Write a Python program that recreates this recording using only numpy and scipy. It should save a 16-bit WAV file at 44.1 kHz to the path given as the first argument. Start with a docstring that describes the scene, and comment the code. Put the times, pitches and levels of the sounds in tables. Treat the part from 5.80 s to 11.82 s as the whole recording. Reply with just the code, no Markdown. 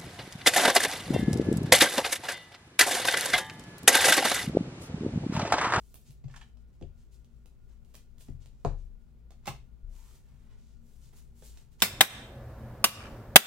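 """Trading cards swish over each other and their edges snap, close to a two-port microphone in a small room.
The swish is countless tiny catches of card on card; once, a faint hollow tone rises through it.
Stiff plastic sticks and slips in short creaks, and a card holder slaps onto a pile.
Hands and cards knock the desk, which booms; computer fans hum underneath."""
import sys
import numpy as np
from scipy import signal
from scipy.fft import rfft, irfft
from scipy.io import wavfile
from scipy.ndimage import uniform_filter1d

SR = 44100
rng = np.random.default_rng(int(sys.argv[2]) if len(sys.argv) > 2 else 0)


def persist_wave(psi):
    """Save psi, clipped to +-1, as 16-bit WAV."""
    counts = np.round(np.clip(psi, -1, 1) * 32767).astype(np.int16)
    wavfile.write(sys.argv[1], SR, np.atleast_2d(counts).T)


N = 265482
TIME = np.arange(N) / SR
FILTER_HZ = np.fft.rfftfreq(2048, 1 / SR)


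def amp(db):
    """Decibels to gain."""
    return 10 ** (np.asarray(db) / 20)


def unit(x):
    """Scales to rms 1."""
    return x / np.sqrt(np.mean(x ** 2) + 1e-20)


def curve(points, hz):
    """Interpolates a table along a log-frequency axis."""
    freq_hz, value = np.transpose(points)
    return np.interp(np.log(hz + 1), np.log(freq_hz + 1), value)


def add(mix, start_s, sound):
    """Mixes a sound in at start_s."""
    part = mix[..., round(start_s * SR):][..., :sound.shape[-1]]
    part += sound[..., :part.shape[-1]]


def response(db):
    """Causal impulse response of an EQ curve given at FILTER_HZ."""
    log_gain = np.log(amp(np.maximum(np.r_[db, db[-2:0:-1]], -100)))
    return np.fft.ifft(np.exp(np.conj(signal.hilbert(log_gain)))).real[:len(db)]


def wander(samples):
    """A random wobble of rms 1, smooth over that many samples."""
    rough = uniform_filter1d(rng.standard_normal(N), samples, mode="wrap")
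    return unit(uniform_filter1d(rough, samples, mode="wrap"))


def scuff(rise_s, decay_s):
    """A contact that builds up and dies away as noise."""
    t = TIME[:2048]
    return rng.standard_normal(len(t)) * (1 - np.exp(-t / rise_s)) ** 2 * np.exp(-t / decay_s)


def at_level(x, db, length_s=0.005):
    """Gives a short sound the energy of length_s seconds at level db."""
    return amp(db) * x * np.sqrt(length_s * SR) / np.linalg.norm(x)


# Reverb time of the room: freq_hz, t60_s
ROOM_DECAY = [(150, 0.32), (600, 0.22), (1500, 0.25), (3500, 0.3), (7000, 0.25), (15000, 0.2)]
# Likeness of the echoes at the two ports, high for long waves: freq_hz, correlation
ECHO_LIKENESS = [(200, 0.74), (500, 0.92), (1000, 0.28), (2500, 0.3), (6000, 0)]
def room(x, wet_db, near_db, pan_db=2.5, samples=11264):
    """Direct sound from slightly right, quick echoes off desk and screen, and a tail; new on each call."""
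    t = TIME[:samples]
    hz, frame_s, noise = signal.stft(rng.standard_normal((2, samples)), SR, nperseg=256)
    likeness = curve(ECHO_LIKENESS, hz)[:, None]
    noise[1] = likeness * noise[0] + np.sqrt(1 - likeness ** 2) * noise[1]
    decay = amp(-60 * frame_s / curve(ROOM_DECAY, hz)[:, None])
    tail = signal.istft(noise * decay, SR, nperseg=256)[1][:, :samples]
    tail *= np.clip(t / 0.0077, 0, 1) ** 2
    near = signal.istft(noise, SR, nperseg=256)[1][:, -samples:]
    near *= (t > 0.0006) * np.exp(-t / 0.0048)
    paths = sum(amp(db) * echo / np.linalg.norm(echo, axis=1, keepdims=True)
                for db, echo in [(wet_db, tail), (near_db, near)])
    paths[0, 2] += amp(-pan_db)  # the direct sound reaches the left port later and softer
    paths[1, 0] += amp(pan_db)
    return signal.fftconvolve(x[None], paths, axes=1)


# Tone of the room's rumble and hiss: freq_hz, gain_db
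AIR_EQ = [(12, -29), (20, 10.5), (34, -7), (145, -9.5), (247, -19.5), (365, -34.5), (469, -28.5),
          (866, -36.5), (1390, -41), (1510, -42), (2570, -44.5), (2880, -46.5), (4500, -49.5), (7440, -60),
          (15800, -51.5)]
# Fan hum, as narrow bands of noise: pitch_hz, level_db, width_hz
FAN_HUM = [(55.52, -56, 10.2), (120.7, -68.5, 28), (231.1, -72, 8.9), (382.7, -79, 103),
           (1426, -90.5, 12.4)]
# Left-right likeness of the bed: freq_hz, correlation
AIR_LIKENESS = [(40, 0.19), (130, 0.39), (290, 0.74), (640, 0.34), (1400, 0.41), (3100, 0.22), (7000, 0.05),
                (15000, .1)]
# Pan of the bed: freq_hz, left_over_right_db
AIR_PAN = [(60, 5.5), (200, 1.5), (400, 1), (2400, 0), (15000, 1)]
def room_tone(air_db=-57):
    """A steady bed of rumble and hiss, with the wavering hum of computer fans."""
    hz = np.fft.rfftfreq(N, 1 / SR)
    wash = amp(curve(AIR_EQ, hz)) ** 2
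    power = amp(air_db) ** 2 * wash / wash.mean()
    for pitch_hz, level_db, width_hz in FAN_HUM:
        band = 1 / (1 + (2 * (hz - pitch_hz) / width_hz) ** 2) ** 2
        power += amp(level_db) ** 2 * band / band.mean()
    left, independent = rfft(rng.standard_normal((2, N)))
    likeness, pan = curve(AIR_LIKENESS, hz), amp(curve(AIR_PAN, hz) / 2)
    right = likeness * left + np.sqrt(1 - likeness ** 2) * independent
    return irfft(np.array([left * pan, right / pan]) * np.sqrt(power), N)


def cushion(hz, cutoff_hz, damping=0.99):
    """A padded blow passes the lows, lifts them just below its cutoff and rolls off above."""
    ratio = hz / cutoff_hz
    return 1 / ((1 - ratio ** 2) ** 2 + (damping * ratio) ** 2)


# Resonances of the desk top: pitch_hz, gain_db, t60_s, left_over_right_db
DESK_MODES = [(32.5, 0.5, 0.79, 9.5), (54.3, -21.5, 0.23, 3), (80.2, -11.5, 0.5, 23.5),
              (104, -11.5, 0.14, 31), (125.85, -2, 0.38, -1), (143.75, -0.5, 0.262, 14),
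              (223.6, -4.5, 0.12, 12.5), (277.6, -6, 0.096, -14), (351, -11.5, 0.13, -19.5),
              (398.7, -5, 0.14, 5), (495, 6, 0.031, -3), (530, -7.5, 0.16, 9), (568, -24.5, 0.31, -20),
              (690.5, 0, 0.11, 10), (827, -18, 0.22, 4), (927, -32.5, 0.26, -11), (1074, -22.5, 0.15, 24)]
# Tone of a blow's first instant: freq_hz, gain_db
THWACK_EQ = [(100, 12), (300, 13), (700, 16.5), (1200, 3.5), (2300, -1.5), (5000, -66), (12000, -82)]
# Blows on the desk: start_s, strength_db, cutoff_hz, sway_db (extra gain of modes under 100 Hz)
DESK_BLOWS = [(0.284, -49.5, 142, -15), (0.439, -37.5, 147, -9.5), (0.498, -52.5, 60, -5),
              (1.012, -48.5, 436, 7.5), (1.024, -46.5, 490, 5), (2.485, -45.5, 315, 8.5),
              (2.53, -44.5, 138, 8), (2.8494, -31, 1360, 4), (3.676, -41, 168, -7.5),
              (4.028, -40, 64.5, 2.5), (4.519, -55, 133, 4)]
def desk_knocks(swell_cycles=0.61, thwack_db=-4):
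    """Blows ring the desk's modes; a soft one reaches only the low ones, which take longest to swell."""
    out, t = np.zeros((2, N)), TIME[:SR]
    hz, mode_db, t60_s, pan_db = np.transpose(DESK_MODES)[:, :, None]
    envelope = np.exp(-np.log(1000) * t / t60_s) * (1 - np.exp(-t * hz / swell_cycles))
    polarity = (-1) ** np.arange(len(DESK_MODES))[:, None]
    rings = polarity * envelope * np.sin(2 * np.pi * hz * t)
    pan = amp(np.hstack([pan_db, -pan_db]) / 2)
    for start_s, strength_db, cutoff_hz, sway_db in DESK_BLOWS:
        gains = amp(strength_db + mode_db + sway_db * (hz < 100)) * cushion(hz, cutoff_hz)
        add(out, start_s, (gains * pan).T @ rings)
        thwack = at_level(response(curve(THWACK_EQ, FILTER_HZ)), strength_db + thwack_db)
        padding = response(20 * np.log10(cushion(FILTER_HZ, cutoff_hz)))
        add(out, start_s, room(signal.fftconvolve(thwack, padding), wet_db=-3, near_db=3.5))
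    return out


def hand_speed(start_s, push_s, attack_s=0.032, release_s=0.047):
    """Speed of a stroke, 0-1: it builds, then coasts to rest after push_s; long ones start gently."""
    t = TIME - start_s
    push = np.sin(np.pi / 2 * np.clip(t / (attack_s + 0.25 * push_s), 0, 1)) ** 2
    return push * np.exp(-np.clip(t - push_s, 0, 1) / release_s)


def rising_swish(start_s=4.05, push_s=0.27, level_db=-79, glide_hz=(523, 1174), width_hz=190):
    """A faint hollow tone rises through the swish as the cards move."""
    pitch_hz = np.interp(TIME, [start_s, start_s + push_s], glide_hz)
    phase = 2 * np.pi * np.cumsum(pitch_hz) / SR
    blur = [wander(round(SR / width_hz / 2)) for _ in range(2)]
    tone = unit(blur[0] * np.cos(phase) - blur[1] * np.sin(phase))
    return room(amp(level_db) * tone * hand_speed(start_s, push_s), wet_db=-8, near_db=-8)[:, :N]


# Resonances of a plastic sleeve: pitch_hz, width_hz, gain_db
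SLEEVE_MODES = [(847, 130, -3), (1757, 64, -0.5), (2350, 59, -4.5), (3050, 240, -6.5), (3800, 130, -16),
                (6330, 130, -9), (7200, 44, -18)]
# Plastic slipping under the fingers:
# start_s, level_db, length_s, slips_per_s, focus_hz, falloff_db (per squared octave from the focus)
SLEEVE_CREAKS = [(0.498, -64, 0.0068, 590, 1000, 1), (0.51, -66.5, 0.007, 860, 4200, 10),
                 (0.541, -52.5, 0.0072, 360, 1550, 14), (0.561, -50.5, 0.006, 850, 1510, 0),
                 (0.57, -57.5, 0.01, 710, 3840, 0.5), (0.6125, -52, 0.0054, 880, 1700, 1.5),
                 (0.625, -59.5, 0.0065, 770, 3160, 16), (1.0253, -57.5, 0.0022, 900, 3230, 20)]
def sleeve_creaks(jitter=0.072, hiss=0.69, floor_db=-24):
    """Short runs of stick and slip ring a plastic sleeve; the grip decides which resonances speak."""
    out, hz = np.zeros((2, N)), FILTER_HZ
    peaks = sum(amp(db) ** 2 / (1 + (2 * (hz - pitch_hz) / width_hz) ** 2)
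                for pitch_hz, width_hz, db in SLEEVE_MODES)
    floor_eq = [(200, 6), (1200, 16), (3500, 7.5), (8000, 9.5), (11000, -4), (16000, -10)]
    sleeve_db = 10 * np.log10(peaks + amp(floor_db + curve(floor_eq, hz)) ** 2)
    for start_s, level_db, length_s, slips_per_s, focus_hz, falloff_db in SLEEVE_CREAKS:
        grip_db = -np.minimum(falloff_db * np.log2((hz + 1) / focus_hz) ** 2, 14)
        wobble, grit = rng.standard_normal((2, 2048))[:, :int(length_s * SR)]
        slip_rate = slips_per_s * (1 + jitter * unit(uniform_filter1d(wobble, size=40)))
        slip_count = np.floor(np.cumsum(slip_rate) / SR)
        slips = unit(np.diff(slip_count, prepend=-1)) + hiss * grit
        creak = signal.fftconvolve(slips - slips.mean(), response(sleeve_db + grip_db))
        add(out, start_s, room(at_level(creak, level_db, length_s), wet_db=-6, near_db=-6))
    return out


# Tone of the card holder: freq_hz, gain_db
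HOLDER_EQ = [(100, -11), (250, -8.5), (400, -5), (600, -9.5), (730, 1.5), (850, -7), (1020, 0),
             (1300, -7.5), (1900, -9.5), (3200, -9.5), (4500, -15), (6700, -16), (10000, -22.5),
             (15800, -29.5)]
# Its corners landing one after another: start_s, level_db, rise_s, decay_s, tilt_db_per_octave
HOLDER_HITS = [(3.6554, -50.5, .003, 0.0017, 2), (3.669, -42, 0.0032, 0.0014, 2.5),
               (3.6761, -33.5, 0.000082, 0.0031, -2.5), (3.681, -43, 0.0028, 0.0037, 5),
               (3.687, -55, 0.00018, .0007, -3)]
def holder_slap():
    """A rigid card holder clatters flat onto the pile."""
    out = np.zeros((2, N))
    for start_s, level_db, rise_s, decay_s, tilt in HOLDER_HITS:
        ring = response(curve(HOLDER_EQ, FILTER_HZ) + tilt * np.log2(FILTER_HZ / 1000 + 0.14))
        hit = signal.fftconvolve(scuff(rise_s, decay_s), ring)
        add(out, start_s, room(at_level(hit, level_db), wet_db=-1.5, near_db=-0.5))
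    return out


# Tone of a card edge: freq_hz, gain_db
EDGE_EQ = [(120, -3), (350, 9), (700, 4), (1500, -6), (3000, -4), (5000, -6), (7500, -5.5), (10000, -5.5),
           (15500, -1.5)]
# Edges letting go, plus the sharp crack of the hard knock on the desk at 2.849 s: start_s, strength_db,
# body_db, top_db, contact_s
EDGE_SNAPS = [(0.143, -50.5, -9.5, 3.5, 0.0016), (0.156, -51.5, -12.5, -4, 0.0026),
              (0.308, -55.5, -18, -3.5, 0.00083), (0.441, -58.5, -3.5, -45, 0.004),
              (0.482, -59, -0.5, -35, 0.0029), (0.7715, -64, -5.5, -20, 0.002),
              (1.013, -58.5, 0.5, -38, 0.0014), (1.0236, -58.5, 2, -29, 0.0025),
              (1.4465, -61.5, -26, -13, 0.00059), (1.659, -55, -9, -10, 0.0016),
              (2.049, -63.5, -26, -9, 0.0006), (2.14, -56, -20, -6, 0.0026), (2.1445, -49, -7, -11, 0.0026),
              (2.153, -45, -14, -7.5, 0.0015), (2.383, -57, -14, -7, 0.0016),
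              (2.4075, -53, -12, -7, 0.0035), (2.486, -59, -2.5, -32, 0.0018),
              (2.66, -52.5, -12, -15, 0.0005), (2.849, -38.5, 7, -27, 0.00092),
              (3.507, -54.5, -3.5, -13, 0.002), (3.52, -61, -3, -23, 0.0029),
              (5.329, -57.5, -1.5, -5, 0.0083), (5.623, -52.5, -2.5, -33, 0.0035),
              (5.7734, -49, -16, -17, 0.0021), (6.004, -39, -17.5, -14.5, 0.00099)]
def edge_snaps(trim_db=-2):
    """An edge slips off a finger or the stack and hits the next card; short contacts tick cleanest. The loudest
    click, at 2.849 s, is the crack of the hard knock on the desk."""
    out = np.zeros((2, N))
    ring = response(curve(EDGE_EQ, FILTER_HZ))
    for start_s, strength_db, body_db, top_db, contact_s in EDGE_SNAPS:
        contact = scuff(contact_s / 4, contact_s)
        contact *= contact_s / 0.002 / np.linalg.norm(contact)  # a 2 ms scuff is as strong as the tick
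        contact[0] = 1  # the tick
        click = at_level(signal.fftconvolve(contact, ring), strength_db + trim_db)
        eq = [(1200, body_db + 6.5), (2800, 0), (7500, 0.017), (11000, top_db + 7), (16000, top_db - 0.5)]
        snap = signal.fftconvolve(click, response(curve(eq, FILTER_HZ)))
        add(out, start_s, room(snap, wet_db=-1, near_db=-10))
    return out


# Tone of card rubbing on card: freq_hz, gain_db
FRICTION_EQ = [(200, -12.5), (500, -9.5), (1000, -7), (1600, -9), (3000, -0.5), (4500, 1), (7200, 3),
               (10000, -3.5), (15500, -7.5)]
def friction(top_db, scrape_db, grain_db=3.5, grains_per_s=2500):
    """Tiny catches of card on card; top_db sets a fast stroke's treble, scrape_db a pressed one's lows."""
    catches = rng.standard_normal(N) * amp(grain_db * np.minimum(rng.exponential(1, N), 4))
    catches *= rng.random(N) < grains_per_s / SR
    grit = unit(catches) + rng.standard_normal(N)
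    rub = unit(signal.oaconvolve(grit, response(curve(FRICTION_EQ, FILTER_HZ)))[:N])
    top = signal.sosfiltfilt(signal.butter(2, 9000, "high", fs=SR, output="sos"), rub)
    scrape = signal.sosfiltfilt(signal.butter(2, 2000, fs=SR, output="sos"), rub)
    middle = rub - top - scrape
    return middle + unit(top) * amp(np.minimum(top_db, 2)) + unit(scrape) * amp(np.minimum(scrape_db, 3))


# Strokes over card or mat: start_s, push_s, strength_db, top_db, scrape_db (both relative to strength)
CARD_STROKES = [(-0.07, 0.29, -76.5, 5, -19), (0.235, 0.054, -66.5, -9.5, -14.5),
                (0.46, .17, -72.5, -10, 1), (0.91, 0.032, -82, -12, -3), (1.15, 0.071, -77, -8, -8.5),
                (1.298, 0.045, -71, -5, -16), (1.86, 0.063, -79.5, -6, -2), (2.06, .06, -83.5, 2, -1),
                (2.14, .05, -72, -6, -26), (2.385, 0.021, -62.5, 0, -21), (2.45, 0.025, -76, -18, 2),
                (2.589, 0.039, -70, -13, -6.5), (2.7, .11, -82, -14, -14), (2.95, 0.056, -76, -24, -13),
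                (3.49, .045, -85, -10, -2), (3.61, .08, -79, -10, 6), (4.07, .3, -70, -1, -6),
                (4.4, 0.27, -83.5, -2, 4.5), (4.678, 0.048, -76.5, -12, 9), (4.74, 0.19, -75.5, -11, -13),
                (5.005, 0.19, -78.5, 7, -7), (5.19, 0.081, -69, -4.5, -14), (5.335, 0.056, -66.5, 0, -8.5),
                (5.53, 0.13, -72.5, 12, -12), (5.605, 0.098, -63, -5.5, -15.5),
                (5.69, 0.12, -73.5, -2, -4.5), (5.899, 0.024, -74, -1, -7), (5.978, 0.056, -61.5, -3, -1)]
def stroke_envelopes(rest_db=-88, rest_top_db=-4, rest_scrape_db=-8):
    """Strokes add to the rustle of cards shifting in the grip: level, relative top and scrape, in dB."""
    rustle_db = rest_db - 1.5 * wander(round(0.033 * SR))
    power = amp([[0], [rest_top_db], [rest_scrape_db]]) ** 2 * amp(rustle_db) ** 2
    for start_s, push_s, db, top_db, scrape_db in CARD_STROKES:
        power += amp([[db], [db + top_db], [db + scrape_db]]) ** 2 * hand_speed(start_s, push_s) ** 2
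    whole, top, scrape = 10 * np.log10(power)
    return whole, top - whole, scrape - whole


def card_slides(direct_db=-5, wash_db=-0.5, flutter_db=0.1, echo_db=-4, echo_s=0.0022, drift_s=0.00015):
    """Card rubs on card; echoes off desk and screen drift as the hands move. Each port has its own wash."""
    level_db, top_db, scrape_db = stroke_envelopes()
    rub, wash_left, wash_right = (friction(top_db, scrape_db) for _ in range(3))
    echoes = sum(np.interp(TIME - k * echo_s - drift_s * wander(12000), TIME, rub) for k in (1, 2, 3))
    close = rub + amp(echo_db) * echoes
    direct = amp(direct_db) * np.array([np.roll(close, 1), close])
    wash = amp(wash_db) * np.array([wash_left, wash_right])
    return (direct + wash) * amp(level_db + flutter_db * wander(300))


def scene():
    """Card handling and desk knocks over the room tone, in stereo."""
    cards = card_slides() + rising_swish() + edge_snaps() + sleeve_creaks() + holder_slap()
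    return cards + desk_knocks() + room_tone()


def record(dry):
    """A steep low-pass takes off the very top."""
    lowpass = signal.firwin(511, cutoff=15900, window=("kaiser", 9), fs=SR)
    return signal.oaconvolve(dry, lowpass[None], "same")


dry = scene()
out = record(dry)
persist_wave(out)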